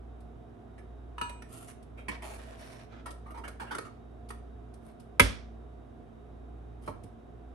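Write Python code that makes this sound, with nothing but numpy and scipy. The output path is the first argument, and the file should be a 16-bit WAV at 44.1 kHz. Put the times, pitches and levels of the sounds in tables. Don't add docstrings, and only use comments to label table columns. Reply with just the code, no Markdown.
import sys
import numpy as np
from scipy import signal
from scipy.fft import rfft, irfft, next_fast_len
from scipy.io import wavfile
from scipy.ndimage import uniform_filter1d

SR = 44100
rng = np.random.default_rng(int(sys.argv[2]) if len(sys.argv) > 2 else 0)


def wrap_up_sound(samples):
    columns = np.atleast_2d(samples).T
    tamed = np.clip(columns, -1, 1)
    steps = np.round(tamed * 32767).astype(np.int16)
    wavfile.write(sys.argv[1], SR, steps)


N = 332514

# [f/Hz, correlation from -1 to 1]
LIKENESS = [(60, 1), (200, 0.1), (500, 0.12), (1200, 0.073), (2500, -0.041), (6000, 0.59), (10000, -0.44)]
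# [f/Hz, relative level/dB]
CLACK_COLOUR = [(300, -45), (650, -3), (950, 4), (1350, -2.5), (1800, -6), (2300, -6.5), (2900, -9.5),
                (4000, -19), (8000, -37)]
# [f/Hz, relative level/dB]
TICK_COLOUR = [(1500, -14), (2500, 3), (4000, -0.5), (5500, -2.5), (7200, -5.5), (8700, 7), (11500, 1.5),
               (12400, -16.5), (15000, -53)]


def gain_of(db):
    return 10 ** (np.asarray(db) / 20)


def evened(x):
    return x / np.sqrt(np.mean(x ** 2) + 1e-20)


def read(points, hz):
    f, value = np.transpose(points)
    return np.interp(np.log(hz + 1), np.log(f + 1), value)


def add(mix, s, sound):
    part = mix[:, max(round(s * SR), 0):][:, :sound.shape[1]]
    part += sound[:, :part.shape[1]]


def drift(size):
    once = uniform_filter1d(rng.standard_normal(N), size)
    return evened(uniform_filter1d(once, size))


def coloured(pair, spectrum, extra_db=lambda hz: 0):
    count = pair.shape[1]
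    size = next_fast_len(count)
    hz = np.fft.rfftfreq(size, 1 / SR)
    a, b = rfft(pair, size)
    same = np.clip(read(LIKENESS, hz), -1, 1)
    mid = a * np.sqrt(1 + same)
    side = b * np.sqrt(1 - same)
    gain = gain_of(read(spectrum, hz) + extra_db(hz))
    stereo = np.array([mid + side, mid - side])
    return evened(irfft(stereo * gain, size)[:, :count])


def burst(t, spectrum, contact_s, colour=lambda hz: 0):
    u = t / max(contact_s, 0.0005)
    swell = u * np.exp(1 - u)
    return coloured(rng.standard_normal((2, len(t))), spectrum, colour) * swell


def ring(t, modes, scatter_db):
    hz, db, t60 = np.transpose(modes)[:, :, None]
    strength, spread = rng.standard_normal((2, len(modes), 1))
    phase = 2 * np.pi * rng.random((len(modes), 1))
    apart = np.sign(spread) * np.arccos(np.clip(read(LIKENESS, hz), -1, 1))
    fade = gain_of(db + scatter_db * strength) * np.exp(-np.log(1000) * t / t60)
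    pair = [(fade * np.sin(2 * np.pi * hz * t + phase + lag)).sum(0) for lag in (0, apart)]
    return np.array(pair) / np.sqrt(np.sum(gain_of(db) ** 2) / 2)


def spot(pitch_hz, peak_db, width, ripple_db):
    grid = np.linspace(0, SR / 2, num=130)
    ripple = ripple_db * rng.standard_normal(len(grid))

    def colour(hz):
        peak = peak_db / (1 + ((hz / pitch_hz - 1) / width) ** 2)
        return np.interp(hz, grid, ripple) + peak
    return colour


def fridge(air_db=-53, motor_db=-51, mains_db=-55, waver=0.8):
    # [f/Hz, relative level/dB]
    air = [(20, -27.5), (40, -11.5), (60, -3.5), (100, 3), (180, -9.5), (250, -4.5), (420, -2), (550, -12),
           (700, -4.5), (850, -15.5), (1300, -18), (2100, -29.5), (3800, -35.5), (4200, -43.5),
           (7000, -46.5), (10800, -43.5), (13000, -55)]
    # [f/Hz, rms level before wavering/dB]
    tones = [(118, -61.5), (164, -68), (229, -61.5), (259, -64.5), (297, -74.5), (328, -74), (710, -70.5),
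             (3750, -90)]
    t = np.arange(N) / SR
    mains_hz, beat_s, lull_s = 60, 1.095, 0.58
    turns = mains_hz * t
    hum = gain_of(motor_db) * np.sin(2 * np.pi * (turns - (t - lull_s) / beat_s))
    hum -= gain_of(mains_db) * np.sin(2 * np.pi * turns)
    for hz, db in tones:
        loudness = gain_of(db) * (1 + 0.39 * drift(size=4000))
        hum += loudness * np.sin(2 * np.pi * hz * t + waver * drift(size=3000))
    fan = gain_of(air_db) * coloured(rng.standard_normal((2, N)), air)
    return np.sqrt(2) * hum + fan


def echoes(build_s=0.0045):
    # [f/Hz, time to fall by 60 dB/s]
    echo_times = [(100, 0.45), (500, 0.38), (2500, 0.39), (6000, 0.4), (11500, 0.21), (13000, 0.09)]
    hz, t, z = signal.stft(rng.standard_normal((2, SR)), SR, nperseg=256)
    fade = np.exp(-np.log(1000) * t / read(echo_times, hz)[:, None])
    tail = signal.istft(z * fade, SR, nperseg=256)[1]
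    tail *= 1 - np.exp(-(np.arange(tail.shape[1]) / SR / build_s) ** 2)
    return tail / np.linalg.norm(tail[0])


def kitchen(x, wet_db):
    return x + gain_of(wet_db) * signal.fftconvolve(x, echoes(), axes=1)[:, :N]


def thuds(swell_cycles=1.4, level_db=-3):
    # [f/Hz, relative level/dB, time to fall by 60 dB/s]
    counter_modes = [(54.26, -1, .28), (96, 1.5, 0.16), (183, 5, 0.055), (215, 4, 0.079), (270.5, -8.5, .3),
                     (378, 0, 0.059), (451.7, -4.5, .11)]
    # [t/s, relative level/dB]
    pushes = [(0.832, -48), (1.214, -36.5), (1.5, -45), (5.2, -14.5), (6.881, -32), (7.038, -39.5)]
    out, t = np.zeros((2, N)), np.arange(SR // 2) / SR
    hz, db, t60 = np.transpose(counter_modes)[:, :, None]
    swell = 1 - np.exp(-(hz * t / swell_cycles) ** 2)
    shape = swell * np.exp(-np.log(1000) * t / t60)
    thud = (gain_of(db + level_db) * shape * np.sin(2 * np.pi * hz * t)).sum(0)
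    for s, push_db in pushes:
        add(out, s, gain_of(push_db) * np.array([thud, thud]))
    return out


def slides(hiss_db=-2, grains_per_s=5000, grit_per_s=110, grit_db=8, scuff_db=1.7, rub_hz=650):
    # [start t/s, rise/s, length/s, rasp level/dB, relative hiss level/dB]
    strokes = [(1.482, 0.065, 0.18, -57.5, -51.5), (1.668, 0.02, 0.048, -57, -52.5),
               (2.111, 0.0067, 0.045, -46.5, -71), (2.216, 0.042, 0.15, -47, -52.5),
               (2.359, 0.04, 0.213, -52, -62), (2.568, .035, 0.28, -54, -58.5),
               (2.879, 0.049, 0.14, -56.5, -100), (4.807, 0.064, .11, -64.5, -69),
               (6.809, 0.059, 0.098, -60.5, -61)]
    # [f/Hz, relative level/dB]
    rasp_colour = [(200, -27), (450, -0.5), (650, 6), (850, 3), (1300, 3.5), (1750, 1.5), (2400, -1),
                   (4000, -10.5), (6500, -21), (10000, -35)]
    # [f/Hz, relative level/dB]
    hiss_colour = [(2000, -4), (5000, 0.5), (7300, 4), (9000, 15.5), (11700, 13), (12600, -31),
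                   (15000, -53)]
    rasp_db_per_s, hiss_db_per_s, release_s = -23.5, -54, 0.01
    out = np.zeros((2, N))
    for start, rise, length, rasp, hiss in strokes:
        t = np.arange(0, length + release_s, 1 / SR)
        let_go = np.clip(1 - (t - length) / release_s, 0, 1)
        press = np.clip(t / rise, 0, 1) * let_go
        slowing_s = np.maximum(t - rise, 0)
        slip, catch = rng.random((2, SR))[:, :len(t)] * SR
        size = (slip < grains_per_s) + gain_of(grit_db) * (catch < grit_per_s)
        slips = size * rng.standard_normal((2, SR))[:, :len(t)]
        colour = spot(rub_hz, peak_db=9.5, width=0.048, ripple_db=3.5)
        parts = ((rasp, rasp_db_per_s, rasp_colour), (hiss_db + hiss, hiss_db_per_s, hiss_colour))
        for level_db, fade, spectrum in parts:
            scuffs = scuff_db * drift(size=500)[:len(t)]
            force = press * gain_of(level_db + fade * slowing_s + scuffs)
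            add(out, start, force * coloured(slips, spectrum, colour))
    return out


def ticks(level_db=-3, contact_s=0.0051, body_db=-10):
    # [t/s, relative level/dB]
    tick_times = [(0.203, -65), (1.825, -61), (3.058, -46.5), (3.105, -47.5), (3.478, -47), (4.288, -49),
                  (4.737, -59), (4.997, -56.5), (7.034, -56)]
    out, t = np.zeros((2, N)), np.arange(SR // 8) / SR
    for s, db in tick_times:
        sound = burst(t, TICK_COLOUR, contact_s)
        sound += gain_of(body_db) * burst(t, CLACK_COLOUR, contact_s)
        add(out, s, gain_of(level_db + db) * sound)
    return out


def clack(t, contact_s, pitch_hz, tick_db, push_db, body_db=-5, note_db=-2, swell=0.29):
    # [f/Hz, relative level/dB]
    push_colour = [(60, -23), (150, -7), (300, 2.5), (600, 4), (900, -29), (2000, -69.5)]
    # [multiple of the clack pitch, relative level/dB, time to fall by 60 dB/s]
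    note_modes = [(1.001, 3.5, 0.073), (1.119, -7, 0.051), (1.459, -6.5, 0.048), (2.102, -10, 0.046)]
    stiff_hz, note_db_per_octave = 1640, -17
    colour = spot(pitch_hz, peak_db=14.0, width=0.23, ripple_db=6.0)
    note = [(pitch_hz * multiple, db, t60) for multiple, db, t60 in note_modes]
    build = 1 - np.exp(-t / (swell * contact_s))
    damping_db = note_db_per_octave * max(np.log2(pitch_hz / stiff_hz), 0)
    sound = gain_of(body_db) * burst(t, CLACK_COLOUR, contact_s, colour)
    sound += gain_of(note_db + damping_db) * ring(t, note, scatter_db=2.5) * build
    sound += gain_of(tick_db) * burst(t, TICK_COLOUR, 0.91 * contact_s, colour)
    return sound + gain_of(push_db) * burst(t, push_colour, 1.57 * contact_s, colour)


def landing(contact_s=0.0039):
    # [t/s, relative level/dB, clack pitch f/Hz]
    touches = [(6.876, -33.5, 1112), (6.88, -36.5, 900)]
    out, t = np.zeros((2, N)), np.arange(SR // 3) / SR
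    for s, db, pitch_hz in touches:
        add(out, s, gain_of(db) * clack(t, contact_s, pitch_hz, tick_db=-24, push_db=-4))
    return out


def knocks(treble_db=-7, bass_db=-8, ring_db=-3, sustain=1.2):
    # [t/s, relative level/dB, contact time/s, clack pitch f/Hz]
    contacts = [(.779, -52.5, 0.0085, 1940), (1.293, -42.5, 0.0041, 2140), (1.421, -47, 0.0036, 1785),
                (1.973, -47.5, 0.017, 2250), (2.082, -30.5, 0.0081, 2286), (2.22, -41, 0.008, 2370),
                (3.057, -37, 0.013, 1300), (3.258, -46, 0.019, 1100), (3.304, -45, 0.0074, 1340),
                (3.342, -43, 0.013, 930), (3.373, -39, 0.0095, 940), (3.437, -39, 0.011, 1330),
                (3.478, -41.5, 0.004, 1435), (3.597, -34.5, .013, 1610), (3.622, -43.5, 0.0082, 810),
                (3.666, -47.5, 0.017, 1610), (3.708, -32.5, .012, 1496), (3.748, -34, .0045, 1386),
                (3.783, -32.5, 0.0032, 1263), (3.848, -44, .011, 1344), (4.303, -37.5, 0.0046, 1287)]
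    # [f/Hz, width before sustain/Hz, relative level/dB]
    gripped = [(409, 32, -3), (860, 36, -6.5), (1320, 250, 8), (1713, 56, -18), (1844, 38, 2),
               (2240, 35, -3), (2476, 37, -6), (2800, 51, -21), (3430, 63, -11), (4020, 43, -14),
               (4900, 29, -20), (5130, 120, -18), (5930, 87, -25), (6070, 21, -16)]
    abrupt_s, tick_db_per_doubling, push_db_per_doubling = 0.0032, -6.5, -3
    rim_hz, tick_db_per_octave = 1370, 7
    out, t = np.zeros((2, N)), np.arange(SR // 3) / SR
    held = [(hz, db, sustain * np.log(1000) / (np.pi * width)) for hz, width, db in gripped]
    for s, db, contact_s, pitch_hz in contacts:
        slowness = np.log2(contact_s / abrupt_s)
        stiffness = np.log2(pitch_hz / rim_hz)
        tick_db = treble_db + tick_db_per_doubling * slowness + tick_db_per_octave * stiffness
        push_db = bass_db + push_db_per_doubling * slowness
        sound = clack(t, contact_s, pitch_hz, tick_db, push_db)
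        build = 1 - np.exp(-t / contact_s)
        sound += gain_of(ring_db) * ring(t, held, scatter_db=2.0) * build
        add(out, s, gain_of(db) * sound)
    return out


def flicks(ring_db=-3, tick_s=0.00092, clank_db=-6, clank_hz=1320):
    # [t/s, relative level/dB, tick level next to that/dB, ring length as a factor]
    tab_hits = [(1.181, -32, -29, 0.4), (1.213, -25, -16.5, 0.87)]
    # [f/Hz, relative level/dB, undamped time to fall by 60 dB/s]
    lid = [(965, 0, 0.36), (1307, 4, 0.098), (1450, -12, 0.25), (1656, -12, 0.23), (1710, -3.5, 0.17),
           (2460, -14.5, 0.82), (2560, -10.5, 0.18), (2830, -5, 0.16), (2930, -8.5, 0.1),
           (3010, -16.5, 0.28), (3770, -22, 0.33), (4130, -21, .15), (4540, -24, 0.2), (6067, -25, 0.41),
           (7810, -30, 0.59), (8320, -21.5, 0.75), (9000, -18, 0.25), (11100, -11, 0.073)]
    out, t = np.zeros((2, N)), np.arange(SR // 2) / SR
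    for s, db, tick_db, length in tab_hits:
        modes = [(hz, level, t60 * length) for hz, level, t60 in lid]
        build = 1 - np.exp(-t / tick_s)
        clank_colour = spot(clank_hz, peak_db=8, width=0.16, ripple_db=3)
        sound = gain_of(ring_db) * ring(t, modes, scatter_db=2.5) * build
        sound += gain_of(tick_db) * burst(t, TICK_COLOUR, 2 * tick_s)
        sound += gain_of(clank_db) * burst(t, CLACK_COLOUR, 2 * tick_s, clank_colour)
        add(out, s, gain_of(db) * sound)
    return out


def snap(ring_db=-8.0, contact_s=0.0024, rise_s=0.001, wash_db=-40.5, ring_wet_db=-22):
    # [t/s, level/dB]
    cracks = [(5.196, -13), (5.2012, -17)]
    # [f/Hz, relative level/dB]
    crack_colour = [(180, -18), (550, -0.5), (800, -12), (1300, -4.5), (2300, -6.5), (2900, -10),
                    (3400, -6.5), (4000, -14), (5500, -16), (7400, -21), (8600, -11.5), (11300, -9),
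                    (12300, -21), (15500, -57)]
    # [f/Hz, relative level/dB, time to fall by 60 dB/s]
    open_can = [(562, -9, 0.13), (973, -3, 0.086), (1277, 2, 0.056), (1556, -2.5, .045), (1659, -6.5, 0.13),
                (2070, 2, 0.097), (2230, 0, 0.087), (2390, -1.5, 0.065), (2306, -1, 0.077), (2613, -9, 0.1),
                (2884, -11.5, 0.078), (3170, -12, .05), (3320, -7, 0.094), (4330, -21, 0.09)]
    out, t = np.zeros((2, N)), np.arange(SR // 2) / SR
    start = cracks[0][0]
    build = 1 - np.exp(-t / rise_s)
    add(out, start, gain_of(ring_db) * ring(t, open_can, scatter_db=1.0) * build)
    out = kitchen(out, wet_db=ring_wet_db)
    for s, db in cracks:
        add(out, s, gain_of(db) * burst(t, crack_colour, contact_s))
    wash = coloured(echoes(), crack_colour)[:, :len(t)]
    add(out, start, gain_of(wash_db) * wash)
    return out


def scene():
    handling = slides() + ticks() + landing() + knocks() + flicks()
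    return fridge() + kitchen(thuds(), wet_db=-11.0) + kitchen(handling, wet_db=-9.0) + snap()


def record(dry):
    # [f/Hz, level difference/dB]
    tilt = [(60, -1.5), (160, -6.5), (300, -2.5), (3000, -2.5), (5500, -9), (8500, -1.5), (12000, 0.5)]
    edge_hz = 15600
    size = next_fast_len(N + SR // 10)
    tilt_db = read(tilt, np.fft.rfftfreq(size, 1 / SR))
    heard = irfft(rfft(dry, size) * gain_of([tilt_db / 2, -tilt_db / 2]), size)[:, :N]
    limited = np.clip(heard, -0.9, 0.9)
    low_pass = signal.firwin(511, edge_hz, window=("kaiser", 9), fs=SR)
    return signal.oaconvolve(limited, low_pass[None], "same", axes=1)


dry = scene()
out = record(dry)
wrap_up_sound(out)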